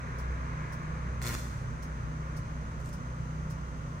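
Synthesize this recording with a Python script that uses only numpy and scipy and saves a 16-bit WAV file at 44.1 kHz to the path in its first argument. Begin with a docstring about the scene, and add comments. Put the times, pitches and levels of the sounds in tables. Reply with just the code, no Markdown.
"""An engine idles on a night street, over far traffic, a fading car, a rumble of air and microphone hiss.
A faint hissy tick comes about twice a second. Then a power line arcs: one short, crackling buzz,
made of tiny discharges that flare twice in each mains cycle and a hum from the heated air.
It echoes off the shop fronts. Later a few sparks pop and fizz on the pavement."""
import sys
import numpy as np
from scipy import signal
from scipy.fft import rfft, irfft, next_fast_len
from scipy.io import wavfile
from scipy.ndimage import map_coordinates

SR = 44100
rng = np.random.default_rng(int(sys.argv[2]) if len(sys.argv) > 2 else 0)


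def wav_record(signal):
    """Record a signal, one row per channel, as 16-bit PCM in the file named by sys.argv[1]."""
    frames = np.transpose(np.atleast_2d(signal))
    bounded = np.clip(frames, -1, 1)
    # unit amplitude maps onto the largest positive 16-bit level
    quanta = np.round(bounded * 32767).astype(np.int16)
    wavfile.write(sys.argv[1], SR, quanta)


N = 176400  # 4 seconds

# how alike left and right are for engine rumble and traffic: pitch_hz, likeness (1 = the same)
STREET_LIKENESS = [(60, 0.98), (220, 0.94), (400, 1), (600, 0.42), (850, 0.49), (1100, 0.7), (1900, 0.74),
                   (3000, 0.23), (8000, 0.063)]
# how alike left and right are for the arc and the sparks: pitch_hz, likeness
SPARK_LIKENESS = [(300, .97), (800, 1), (1200, 0.67), (2100, 1), (3000, 0.17), (5000, 0.52), (14000, 0.24)]


def amp(db):
    """Turn decibels into a number to multiply by."""
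    return 10 ** (np.asarray(db) / 20)


def unit(x):
    """Scale a signal so its average strength (rms) is 1."""
    return x / np.sqrt(np.mean(x ** 2) + 1e-20)


def clock():
    """The time of each sample, in seconds."""
    return np.arange(N) / SR


def at_pitch(points, hz):
    """Read between the rows of a (pitch_hz, value) table, on a log pitch scale."""
    pitches, values = np.transpose(points)
    return np.interp(np.log(hz + 1), np.log(pitches + 1), values)


def curves(rows):
    """Join the rows of a table that starts with time_s: one curve for each other column."""
    times, *columns = np.transpose(rows)
    return [np.interp(clock(), times, column) for column in columns]


def wobble(per_second):
    """A smooth curve through this many random values a second."""
    return map_coordinates(rng.standard_normal(256), [clock() * per_second], mode="wrap")


def filtered(x, response):
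    """Multiply each frequency in x by response(hz)."""
    size = next_fast_len(N + SR // 2)
    hz = np.fft.rfftfreq(size, 1 / SR)
    return irfft(rfft(x, size) * response(hz), size)[..., :N]


def coloured(x, colour):
    """Shape x with a (pitch_hz, level_db) table, then scale it to strength 1."""
    return unit(filtered(x, lambda hz: amp(at_pitch(colour, hz))))


def white():
    """Two unrelated white noises, left and right."""
    return rng.standard_normal((2, N))


def spread(pair, likeness, left_lead=None):
    """Blend two unrelated signals into left and right; one side may run slightly ahead."""
    def shares(hz):
        """How much is common to both sides, and how much is opposite."""
        angle = np.arccos(np.clip(at_pitch(likeness, hz), -1, 1)) / 2
        return np.array([np.cos(angle), np.sin(angle)])
    common, opposite = filtered(pair, shares)
    stereo = np.array([common + opposite, common - opposite])
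    if left_lead is None:
        return stereo
    return filtered(stereo, lambda hz: np.exp(np.outer([1j, -1j], at_pitch(left_lead, hz) / 2)))


def engine():
    """An idling engine: slightly unsteady low tones over an exhaust rumble."""
    # the weaker engine tones: multiple_of_idle_rate, level_db
    weak_tones = [(1, -57.5), (3, -69), (4, -46), (6, -59.5), (8, -59)]
    # the strong low tone as it swells and sinks: time_s, level_db
    boom_levels = [(0, -49), (.25, -40), (.5, -39.5), (.85, -49), (1.12, -36), (1.6, -43), (1.95, -41.5),
                   (2.15, -42), (2.7, -40), (2.95, -42.5), (3.4, -40.5), (4, -46)]
    # the strong higher tone: time_s, level_db
    drone_levels = [(0, -46), (.9, -43), (1.05, -50), (1.25, -45), (1.8, -43.5), (2.3, -42), (2.9, -43),
                    (3.3, -40), (4, -45.5)]
    # the exhaust rumble: pitch_hz, level_db
    rumble_colour = [(12, -59), (22, -20), (32, -5), (42, -1), (55, -1), (100, 1), (135, -1), (180, -2.5),
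                     (205, -7), (245, -6.5), (275, -13), (400, -18.5), (800, -59)]
    idle_hz, drift = 30.88, 0.0052
    phase = 2 * np.pi * np.cumsum(idle_hz * (1 + drift * wobble(4.96))) / SR

    def tone(multiple, db):
        """One tone at a whole multiple of the idle rate."""
        return amp(db) * np.sqrt(2) * np.cos(round(multiple) * phase + rng.normal(0, 0.51))
    weak = sum(tone(multiple, db + 4 * wobble(7)) for multiple, db in weak_tones)
    boom = tone(2, curves(boom_levels)[0] + 1.9 * wobble(6.75))
    drone = tone(5, curves(drone_levels)[0] + 1.9 * wobble(7))
    rumble = amp(-42.5) * coloured(spread(white(), STREET_LIKENESS), rumble_colour)
    return weak + boom + drone + rumble


def traffic():
    """Tyre noise from the right: a steady far wash and one car that fades as it drives away."""
    # the wash of far traffic: pitch_hz, level_db
    wash_colour = [(150, -12), (330, -6.5), (520, 3.5), (640, 2), (770, -6), (1020, 3), (1450, 4.5),
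                   (1650, -5.5), (1950, -5.5), (2450, -15), (2850, -27), (5000, -35), (10000, -68)]
    # the car's tyres: pitch_hz, level_db
    car_colour = [(150, -12), (300, -1), (520, -1), (770, -10), (1020, 2.5), (1450, 2.5), (2050, -4),
                  (2500, -8), (2900, -23), (4000, -21.5), (10000, -50)]
    # the car fading: time_s, level_db
    car_levels = [(0, -46.5), (.85, -46.5), (1.5, -52.5), (2.4, -53.5), (4, -66)]
    # how far the left side runs ahead (negative = behind): pitch_hz, lead_radians
    left_lead = [(300, 1.84), (600, -1.6), (780, -1.06), (1000, -1.93), (1400, -3), (1700, -5),
                 (2100, -5.5), (3000, -9)]
    wash = coloured(spread(white(), STREET_LIKENESS, left_lead), wash_colour)
    car_db = curves(car_levels)[0] + 0.68 * wobble(7.86)
    car = coloured(spread(white(), STREET_LIKENESS, left_lead), car_colour)
    return amp(-48) * wash + amp(car_db) * car


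def hiss():
    """Steady microphone hiss with a shrill high band."""
    # the hiss: pitch_hz, level_db
    colour = [(1500, 3.5), (2850, 8), (3400, 2.5), (4400, 1.5), (5850, 3), (6280, 10.5), (6700, 2.5),
              (8000, -3), (9300, -4), (10300, -16), (11200, -21), (12800, -14.5), (15800, -20)]
    return amp(-59.5) * coloured(white(), colour)


def air():
    """Light air rumbles faintly, differently at each microphone opening."""
    # the rumble of the air: pitch_hz, level_db
    colour = [(12, -20), (27, -6), (40, 0), (60, 14), (90, -9), (160, -8), (400, -54)]
    return amp(-52) * coloured(white(), colour)


def ticks():
    """Each tick is a puff of high noise that rises fast, holds briefly and dies away."""
    # the ticks: start_s, level_db
    puffs = [(.183, -54.5), (0.722, -54.5), (1.824, -53.5), (2.364, -53.5), (2.927, -54), (3.5, -54)]
    # their hissy sound: pitch_hz, level_db
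    colour = [(1500, -9), (3500, -9), (5600, 6), (7400, -6), (9300, 0), (11000, -11), (12800, -8.5),
              (15800, -7)]
    rise_s, hold_s, fade_s = 0.002, 0.013, 0.13  # fade_s: time to fall 60 dB
    t = clock()
    level = np.zeros(N)
    for start_s, db in puffs:
        rise = np.clip((t - start_s) / rise_s, 0, 1)
        fallen_db = 60 * np.maximum(t - start_s - hold_s, 0) / fade_s
        level += rise * amp(db - fallen_db)
    return level * coloured(white(), colour)


def crackle():
    """Thousands of tiny discharges of uneven size snap over a smooth sizzle."""
    # narrow peaks that colour the crackle, as from nearby reflections: pitch_hz, width_hz, boost_db
    peaks = [(1056, 33, 11), (1415, 36, 9), (1916, 110, 6), (2137, 61, 9.5), (3540, 90, 7.5),
             (4230, 110, 11), (8930, 110, 10)]
    # how far the left side runs ahead: pitch_hz, lead_radians
    left_lead = [(1000, -1), (1500, -0.7), (2600, 1), (4400, 1.7), (6000, -0.6), (10000, -1.5),
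                 (13000, -3.5), (15500, -6)]
    snaps_per_s, scatter_db, sizzle_gain = 3200, 4, 0.44
    fires = rng.random((2, N)) < snaps_per_s / SR
    snaps = fires * np.sign(white()) * amp(scatter_db * np.clip(white(), -2, 2))
    stereo = spread(unit(snaps) + sizzle_gain * white(), SPARK_LIKENESS, left_lead)

    def peak_boost(hz):
        """Boost the pitches close to each peak."""
        return amp(sum(db / (1 + (2 * (hz - centre) / width) ** 2) for centre, width, db in peaks))
    return filtered(stereo, peak_boost)


def arc():
    """The arc flares at each crest of the current: pulses of crackle, and a hum from the heated air."""
    # the arc while it burns: time_s, body_db, treble_db
    levels = [(1.215, -46, -51), (1.226, -47.5, -43.5), (1.25, -42.5, -45), (1.268, -40.5, -39),
              (1.293, -40.5, -42), (1.308, -42.5, -55), (1.332, -44, -52), (1.345, -41, -40),
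              (1.354, -38.5, -42)]
    # the body, or middle pitches, of the crackle: pitch_hz, level_db
    body_colour = [(150, -25), (330, -25), (520, 0), (780, -8.5), (1000, -3.5), (1450, -2), (2200, -5),
                   (2650, -4), (2950, -12.5), (4500, -36)]
    # its treble, or high pitches: pitch_hz, level_db
    treble_colour = [(1500, -30), (2950, -14.5), (3400, 2.5), (3750, -4.5), (4400, 0), (6400, 3),
                     (9300, -2.5), (10900, -7), (12600, -4.5), (15800, -13)]
    # the sheen at the very top of the sizzle: pitch_hz, level_db
    sheen_colour = [(8000, -28), (11000, -5), (13000, 0), (15800, -1)]
    # the hum of the pulsing air: multiple_of_flare_rate, level_db (relative to the body)
    hum_tones = [(1, 0), (2, -7), (3, -9.5), (4, -15)]
    on_s, off_s, edge_s = 1.2148, 1.3535, 0.001
    flare_hz, first_flare_s, jitter_s = 120, 1.217, 0.00048  # the flares come a little unevenly
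    steady_part, sharpness = 0.51, 3.6  # the crackle carries on between the narrow flares
    sheen_at_s, sheen_width_s = 1.286, 0.017  # a brief swell at the height of the arc
    t = clock()
    body_db, treble_db = curves(levels)
    burning = np.clip((t - on_s) / edge_s, 0, 1) * np.clip((off_s - t) / edge_s, 0, 1)
    phase = np.pi * flare_hz * (t - first_flare_s + jitter_s * wobble(flare_hz))
    flare = unit(steady_part + np.abs(np.cos(phase)) ** sharpness)
    body = amp(body_db) * coloured(crackle(), body_colour)
    treble = amp(treble_db) * coloured(crackle(), treble_colour)
    swell = np.exp(-((t - sheen_at_s) / sheen_width_s) ** 2)
    sheen = amp(-44) * swell * coloured(crackle(), sheen_colour)
    hum = sum(amp(db) * np.sqrt(2) * np.sin(2 * round(multiple) * phase) for multiple, db in hum_tones)
    return burning * (flare * (body + treble + sheen) + amp(body_db) * hum)


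def street_echoes(x):
    """Sound bounces off the shop fronts as smeared echoes, with a soft tail that dies away."""
    # echoes from the shop fronts: delay_s, level_db
    walls = [(0.044, -9.5), (0.086, -22), (.128, -27)]
    # how long the tail takes to fall 60 dB: pitch_hz, fade_s
    fade_times = [(200, 0.23), (2000, 0.35), (6000, 1), (14000, 0.58)]
    tail_db, rise_s, smear_s = -4, 0.0095, 0.0021
    hz, frame_s, bands = signal.stft(rng.standard_normal((2, SR)), SR, nperseg=256)
    fade = amp(-60 * frame_s / at_pitch(fade_times, hz)[:, None])
    tail = signal.istft(bands * fade, SR, nperseg=256)[1]
    t = np.arange(tail.shape[1]) / SR
    tail *= 1 - np.exp(-t / rise_s)
    response = amp(tail_db) * tail / np.linalg.norm(tail[0])  # the street's answer to one click
    for delay_s, db in walls:
        echo = rng.standard_normal(tail.shape) * (t >= delay_s) * np.exp(-np.abs(t - delay_s) / smear_s)
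        response += amp(db) * echo / np.linalg.norm(echo[0])
    return signal.fftconvolve(x, response, axes=1)[:, :N]


def sparks():
    """Sparks falling on the pavement pop sharply over a brief fizz."""
    # the pops: start_s, level_db
    hits = [(2.733, -66), (2.798, -57), (2.804, -52), (2.814, -53), (2.859, -49), (2.875, -58),
            (2.891, -46), (2.897, -53)]
    # the bright sound of pops and fizz: pitch_hz, level_db
    colour = [(2000, -11), (4500, -1), (8800, 1.5), (10500, -10.5), (12600, -7), (13800, -10), (15800, -26)]
    fade_s, fizz_at_s, fizz_width_s = 0.0065, 2.873, 0.04  # a pop falls 60 dB in fade_s
    t = clock()
    pops = sum((t >= start_s) * amp(db - 60 * np.abs(t - start_s) / fade_s) for start_s, db in hits)
    fizz = amp(-61.5) * np.exp(-((t - fizz_at_s) / fizz_width_s) ** 2)
    return (pops + fizz) * coloured(spread(white(), SPARK_LIKENESS), colour)


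def scene():
    """The arc, the sparks and their echoes over the street sounds and microphone hiss."""
    buzz, pops = arc(), sparks()
    echoes = street_echoes(buzz + amp(-10) * pops)  # the sparks stir the street less than the arc
    return buzz + pops + echoes + ticks() + engine() + traffic() + hiss() + air()


def record(dry):
    """Each microphone opening colours the sound its own way; the very highest pitches are cut off."""
    # how the two openings differ: pitch_hz, left_minus_right_db
    balance = [(100, -.5), (500, -1.5), (2600, 1), (3400, 3), (4200, -9.5), (5100, -0.5), (6400, 2.5),
               (7900, -6.5), (8700, 2.5), (10900, 1), (12000, -4), (13600, -3), (14600, -2), (15700, 0)]
    dip_hz, dip_width_hz, dip_db, top_hz = 11070, 290, -8, 15800

    def microphone(hz):
        """Left and right gains, with a narrow dip that both share."""
        sides = amp(np.outer([1, -1], at_pitch(balance, hz)) / 2)
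        sides /= np.sqrt(np.mean(sides ** 2, axis=0))  # keep the total power the same
        dip = amp(dip_db * np.exp(-((hz - dip_hz) / dip_width_hz) ** 2))
        return sides * dip * (hz < top_hz)
    return filtered(dry, microphone)


dry = scene()
out = record(dry)
wav_record(out)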